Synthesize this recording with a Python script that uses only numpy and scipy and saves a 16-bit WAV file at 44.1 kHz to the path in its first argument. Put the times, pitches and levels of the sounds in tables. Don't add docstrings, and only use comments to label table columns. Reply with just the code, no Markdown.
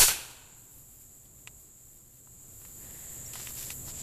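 import sys
import numpy as np
from scipy import signal
from scipy.fft import rfft, irfft
from scipy.io import wavfile
from scipy.ndimage import uniform_filter1d

SR = 44100
rng = np.random.default_rng(int(sys.argv[2]) if len(sys.argv) > 2 else 0)


def master_out(mix):
    frames = np.transpose(np.atleast_2d(mix))
    ceiling = np.clip(frames, -1, 1)
    pcm = np.round(ceiling * 32767).astype(np.int16)
    wavfile.write(sys.argv[1], SR, pcm)


N = 177326

# (frequency [Hz], density [dB])
RUMBLE_SPECTRUM = [(10, -3.5), (24, 1), (34, -3.5), (45, -9), (62, 0.5), (90, -6), (122, 0.5), (160, -9.5),
                   (280, -12.5), (500, -18.5), (1300, -30), (3000, -52)]
# (time [s], level [dB])
RUMBLE_LEVEL = [(0, -61), (1, -59), (2.6, -60.5), (3.2, -63), (4.02, -58.5)]
# (frequency [Hz], density [dB])
HISS_SPECTRUM = [(300, -15), (1300, -2.5), (3000, -3), (4200, -3), (5600, -5), (9000, -6), (14000, 2.5)]
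HISS_DB = -65.5

# (time [s], low chorus level [dB], high buzzer level [dB])
INSECT_LEVELS = [(0, -57.5, -67), (.8, -56.5, -55.5), (1.3, -56, -60), (2.5, -57, -57.5), (3.1, -56.5, -60),
                 (3.6, -55.5, -55), (4.02, -54.5, -64)]
# (centre [Hz], width per pass [Hz], gain [dB])
CHORUS_BANDS = [(7216, 900, 1.5), (7532, 820, 0), (7736, 1100, -6)]
# (centre [Hz], width per pass [Hz], gain [dB])
WING_BANDS = [(12440, 3200, -10.5), (13000, 7800, -1)]
STROKE_RATE_HZ, STROKE_WANDER = 65.3, 0.0556
THROB_DEPTH, THROB_WANDER = 0.19, 0.15

# (start [s], rise [s], start to letting go [s], level [dB])
ROD_PULLS = [(3.329, .004, 0.046, -55), (3.379, .015, 0.053, -55), (3.435, .03, 0.069, -55.5),
             (3.516, 0.056, 0.2, -57.5), (3.567, 0.027, 0.073, -61.5), (3.703, 0.0037, 0.013, -58),
             (3.847, 0.048, .058, -53.5), (3.929, 0.009, 0.034, -60.5), (3.961, 0.03, 0.054, -55)]
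# (frequency [Hz], density [dB])
ROD_SPECTRUM = [(500, -8.5), (1200, -9.5), (2500, -5.5), (4000, -3.5), (6000, -1), (9000, -3),
                (14000, -3.5)]
LET_GO_S = 0.024
# (centre [Hz], width per pass [Hz], gain [dB])
HOLLOW_BANDS = [(1820, 560, 8), (2440, 5300, -1), (590, 1160, 1)]
SLIP_START_S, SLIP_RISE_S, SLIP_END_S, SLIP_FALL_S, SLIP_DB = 2.78, 0.056, 3.03, 1, -69

# (time [s], peak [dB], brightest [Hz], spread [octaves], bounce [dB], rattle [dB])
TICK_EVENTS = [(1.255, -57, 3600, 0.25, -14, -4), (1.474, -26.5, 3200, 1, -8.5, -24),
               (2.273, -48.5, 1010, 1.2, -10, -40), (2.616, -60, 1300, .8, -13, -3.5),
               (2.65, -51.5, 1530, 1.6, -13, -6.5), (3.336, -42.5, 3200, 1.3, -5, -16),
               (3.3555, -37.5, 2600, 3, -8, -18), (3.397, -55, 1800, 1.5, -1, 1.5),
               (3.472, -37, 3000, .95, -16, -28), (3.704, -35, 3700, 1, -12, -18),
               (3.504, -56.5, 1110, 0.9, 2, -10), (3.573, -52, 2930, 1.8, -2, -14),
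               (3.673, -70, 3080, 0.92, -6, -25), (3.881, -54.5, 900, 0.71, -14, -31),
               (3.938, -59, 3000, 1.4, -4, -15)]
# (frequency [Hz], level [dB], t60 [s])
RIFLE_MODES = [(604, -44, 0.0088), (998, -8, 0.013), (1287, 1.5, 0.0054), (2100, -13, 0.0096),
               (2570, -2.5, 0.0044), (2796, 3.5, 0.0033), (3270, -5, 0.0035), (4200, -6, 0.0031),
               (6500, -3.5, 0.0031), (7760, 14, 0.0025), (10840, 7, 0.0043), (12500, -15, 0.0026)]
BOUNCE_S, CONTACT_S, RATTLE_T60_S = 0.004, 0.00076, 0.06
# (time [s], fundamental peak [dB], frequency [Hz], length [s])
PING = (3.256, -55.5, 5620, .021)

# (frequency [Hz], density [dB])
LEAF_SPECTRUM = [(2650, -26.5), (4500, -3.5), (4990, -7), (5430, -3), (7200, -0.5), (11800, -4.5),
                 (13900, -4.5)]
# (frequency [Hz], density [dB])
BRANCH_SPECTRUM = [(710, -33), (1200, -14), (1460, -2.5), (1940, -9.5), (2570, -1), (3450, -5),
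                   (4500, -6.5), (5850, -28.5), (9900, -120)]
# (frequency [Hz], density [dB])
GROUND_SPECTRUM = [(22, -4), (60, -0.5), (110, -4.5), (230, -11), (420, -4), (680, -7), (900, -1),
                   (1250, -9), (1700, -23)]
# (start [dB], near [dB], near t60 [s], far [dB], far rise [s], far t60 [s],
# roll [dB], roll t60 [s])
BAND_RETURNS = [(-15.5, -15, 0.25, -22.5, 0.0236, 0.24, -26, 0.73),
                (-30, -25.5, 0.2, -30, 0.0073, 0.36, -38, 1.11),
                (-31.5, -30, .1, -43, 0.0025, 0.64, -47, 1.65)]
NEAR_PEAK_S, NEAR_HOLD_S, FAR_S = 0.022, 0.032, 0.083
# (centre [Hz], width per pass [Hz], starting level [dB], t60 [s])
LINGERING_BANDS = [(1500, 300, -53, 1.5), (3700, 250, -48, .8)]
# (frequency [Hz], level [dB], t60 [s], upward crossing [s])
AIR_PUSH = [(6.5, -23, .28, .013), (35, -30, .26, .018)]
# (time [s], peak [dB], centre [Hz], t60 before filtering [s])
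TREE_ECHOES = [(.007, -23, 910, 0.0078), (0.0178, -14, 1500, 0.0056), (0.024, -13, 1590, 0.0076),
               (0.035, -26, 2250, 0.018), (0.042, -31.5, 2400, 0.034), (.0835, -18, 1500, 0.018),
               (.0905, -18.5, 2200, 0.0085), (0.1, -32, 1500, 0.015), (0.1145, -25.5, 1500, 0.04),
               (0.25, -35, 3720, 0.017), (0.304, -41, 11000, 0.02), (0.31, -36, 11100, 0.056)]
ECHO_WIDTH = 2.2

LOUD_DB, GAIN_HOLD_S, GAIN_RECOVERY_S, GAIN_LIFT_DB = -30, 2.15, 0.44, 11.25
EDGE_HZ = 14000


def gain_of(db):
    return 10 ** (np.asarray(db) / 20)


def evened(x):
    return x / np.sqrt(np.mean(x ** 2) + 1e-20)


def curves(rows):
    time_s, *columns = np.transpose(rows)
    return [np.interp(np.arange(N) / SR, time_s, column) for column in columns]


def coloured(x, points):
    f, db = np.transpose(points)
    hz = np.fft.rfftfreq(N, 1 / SR)
    response_db = np.interp(np.log(hz + 1), np.log(f + 1), db)
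    return evened(irfft(rfft(x) * gain_of(response_db), N))


def resonate(x, hz, width_hz, passes):
    turn = np.exp(2j * np.pi * hz * np.arange(len(x)) / SR)
    pole = np.exp(-np.pi * abs(width_hz) / SR)
    for _ in range(passes):
        x = 2 * (turn * signal.lfilter([1 - pole], [1, -pole], x / turn)).real
    return x


def resonances(x, bands, passes):
    return sum(gain_of(db) * resonate(x, hz, width_hz, passes) for hz, width_hz, db in bands)


def grains(per_s, spread_db):
    size_db = spread_db * np.minimum(rng.exponential(1, N), 5)
    size = gain_of(size_db) * rng.choice([-1., 1.], N)
    return size * (rng.random(N) < per_s / SR)


def drift(seconds):
    size = max(round(seconds * SR), 2)
    return evened(uniform_filter1d(uniform_filter1d(rng.standard_normal(N), size), size))


def stroke(start_s, rise_s, end_s, fall_s):
    t = np.arange(N) / SR
    return np.clip(np.minimum((t - start_s) / rise_s, 1 - (t - end_s) / fall_s), 0, 1)


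def add(mix, time_s, sound):
    part = mix[round(time_s * SR):][:len(sound)]
    part += sound[:len(part)]


def air():
    rumble_db = curves(RUMBLE_LEVEL)[0] + 0.92 * drift(0.14)
    hiss_db = HISS_DB + 0.8 * drift(0.04)
    rumble = gain_of(rumble_db) * coloured(rng.standard_normal(N), RUMBLE_SPECTRUM)
    return rumble + gain_of(hiss_db) * coloured(rng.standard_normal(N), HISS_SPECTRUM)


def insects():
    chorus_db, buzzer_db = curves(INSECT_LEVELS)
    clicks = grains(per_s=9000, spread_db=1.0) * gain_of(1.0 * drift(0.16))
    chorus = resonances(clicks, CHORUS_BANDS, passes=3)

    strokes_hz = STROKE_RATE_HZ * (1 + STROKE_WANDER * drift(0.25))
    depth = np.clip(THROB_DEPTH + THROB_WANDER * drift(0.17), 0, 1)
    throb = 1 + depth * np.cos(2 * np.pi * np.cumsum(strokes_hz) / SR)
    teeth = grains(per_s=18000, spread_db=1.5) * throb * gain_of(1.5 * drift(0.05))
    buzz = resonances(teeth, WING_BANDS, passes=3)
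    return gain_of(chorus_db) * evened(chorus) + gain_of(buzzer_db) * evened(buzz)


def barrel_slip():
    skin = rng.standard_normal(N) * gain_of(0.85 * drift(0.017))
    hollow = resonances(skin, HOLLOW_BANDS, passes=2)
    slip = gain_of(SLIP_DB) * stroke(SLIP_START_S, SLIP_RISE_S, SLIP_END_S, SLIP_FALL_S)
    return slip * evened(hollow)


def ramrod_pulls():
    grit = grains(per_s=3300, spread_db=1.5) * gain_of(1.55 * drift(0.0063))
    pull = sum(gain_of(db) * stroke(start_s, rise_s, start_s + length_s, LET_GO_S)
               for start_s, rise_s, length_s, db in ROD_PULLS)
    return pull * coloured(grit, ROD_SPECTRUM)


def ping():
    out = np.zeros(N)
    time_s, db, hz, length_s = PING
    t = np.arange(0, length_s, 1 / SR)
    tone = np.sin(2 * np.pi * hz * t) + 0.2 * np.sin(2 * np.pi * 1.69 * hz * t)
    add(out, time_s, gain_of(db) * np.hanning(len(t)) * tone)
    return out


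def ticks():
    out, t = np.zeros(N), np.arange(2500) / SR
    mode_hz, mode_db, t60_s = np.transpose(RIFLE_MODES)[:, :, None]
    contact = 1 - np.exp(-t / CONTACT_S)
    for time_s, db, hz, octaves, bounce_db, rattle_db in TICK_EVENTS:
        detune = rng.uniform(0.96, 1.04, (len(RIFLE_MODES), 1))
        struck_db = mode_db - 6 * (np.log2(mode_hz / hz) / octaves) ** 2
        modes = gain_of(struck_db - 60 * t / t60_s) * np.sin(2 * np.pi * mode_hz * detune * t)
        ring = contact * modes.sum(axis=0)
        tick = ring / abs(ring).max()
        add(out, time_s, gain_of(db) * tick)
        add(out, time_s + BOUNCE_S, gain_of(db + bounce_db) * tick)

        rattle = evened(resonate(rng.standard_normal(len(t)), hz, 1.3 * hz, passes=1))
        add(out, time_s, gain_of(db + rattle_db - 60 * t / RATTLE_T60_S) * rattle)
    return out


def return_level(start_db, near_db, near_t60, far_db, far_rise, far_t60, roll_db, roll_t60):
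    t = np.arange(N) / SR
    swell_db = np.interp(t, [0, NEAR_PEAK_S], [start_db, near_db])
    near = gain_of(swell_db - 60 * np.maximum(t - NEAR_HOLD_S, 0) / near_t60)
    far_rising = np.clip(1 + (t - FAR_S) / far_rise, 0, 1)
    far = far_rising * gain_of(far_db - 60 * np.maximum(t - FAR_S, 0) / far_t60)
    roll = np.minimum(t / FAR_S, 1) ** 2 * gain_of(roll_db - 60 * t / roll_t60)
    return np.sqrt(near ** 2 + far ** 2 + roll ** 2)


def scattered_blast():
    treble, middle, low = (return_level(*band) for band in BAND_RETURNS)
    out = treble * coloured(grains(per_s=16000, spread_db=0.0), LEAF_SPECTRUM)
    out += middle * coloured(grains(per_s=5000, spread_db=-2.0), BRANCH_SPECTRUM)
    out += low * coloured(grains(per_s=2000, spread_db=1.5), GROUND_SPECTRUM)
    return out


def lingering_colours():
    out, t = np.zeros(N), np.arange(N) / SR
    for hz, width_hz, db, t60_s in LINGERING_BANDS:
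        band = evened(resonate(rng.standard_normal(N), hz, width_hz, passes=2))
        out += gain_of(db - 60 * t / t60_s) * band
    return out


def air_push():
    t = np.arange(N) / SR
    return sum(gain_of(db - 60 * t / t60_s) * np.sin(2 * np.pi * hz * (t - turn_s))
               for hz, db, t60_s, turn_s in AIR_PUSH)


def tree_echoes():
    out, t = np.zeros(N), np.arange(3000) / SR
    for time_s, db, hz, t60_s in TREE_ECHOES:
        decaying = rng.standard_normal(len(t)) * gain_of(-60 * t / t60_s)
        burst = resonate(decaying, hz, ECHO_WIDTH * hz, passes=2)
        add(out, time_s, gain_of(db) * burst / abs(burst).max())
    return out


def shot():
    return scattered_blast() + lingering_colours() + air_push() + tree_echoes()


def scene():
    handling = barrel_slip() + ramrod_pulls() + ping() + ticks()
    return (air() + insects() + handling + shot())[None]


def record(dry):
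    power_db = 10 * np.log10(abs(uniform_filter1d(dry[0] ** 2, 2000)) + 1e-12)
    t = np.arange(N) / SR
    last_loud_s = np.maximum.accumulate(np.where(power_db > LOUD_DB, t, 0))
    recovering_s = np.maximum(t - last_loud_s - GAIN_HOLD_S, 0)
    recovered = 1 - np.exp(-(recovering_s / GAIN_RECOVERY_S) ** 1.42)
    lifted = dry * gain_of(GAIN_LIFT_DB * recovered)
    low_pass = signal.firwin(1023, EDGE_HZ, window=("kaiser", 9), fs=SR)
    return signal.oaconvolve(lifted, low_pass[None], "same")


dry = scene()
out = record(dry)
master_out(out)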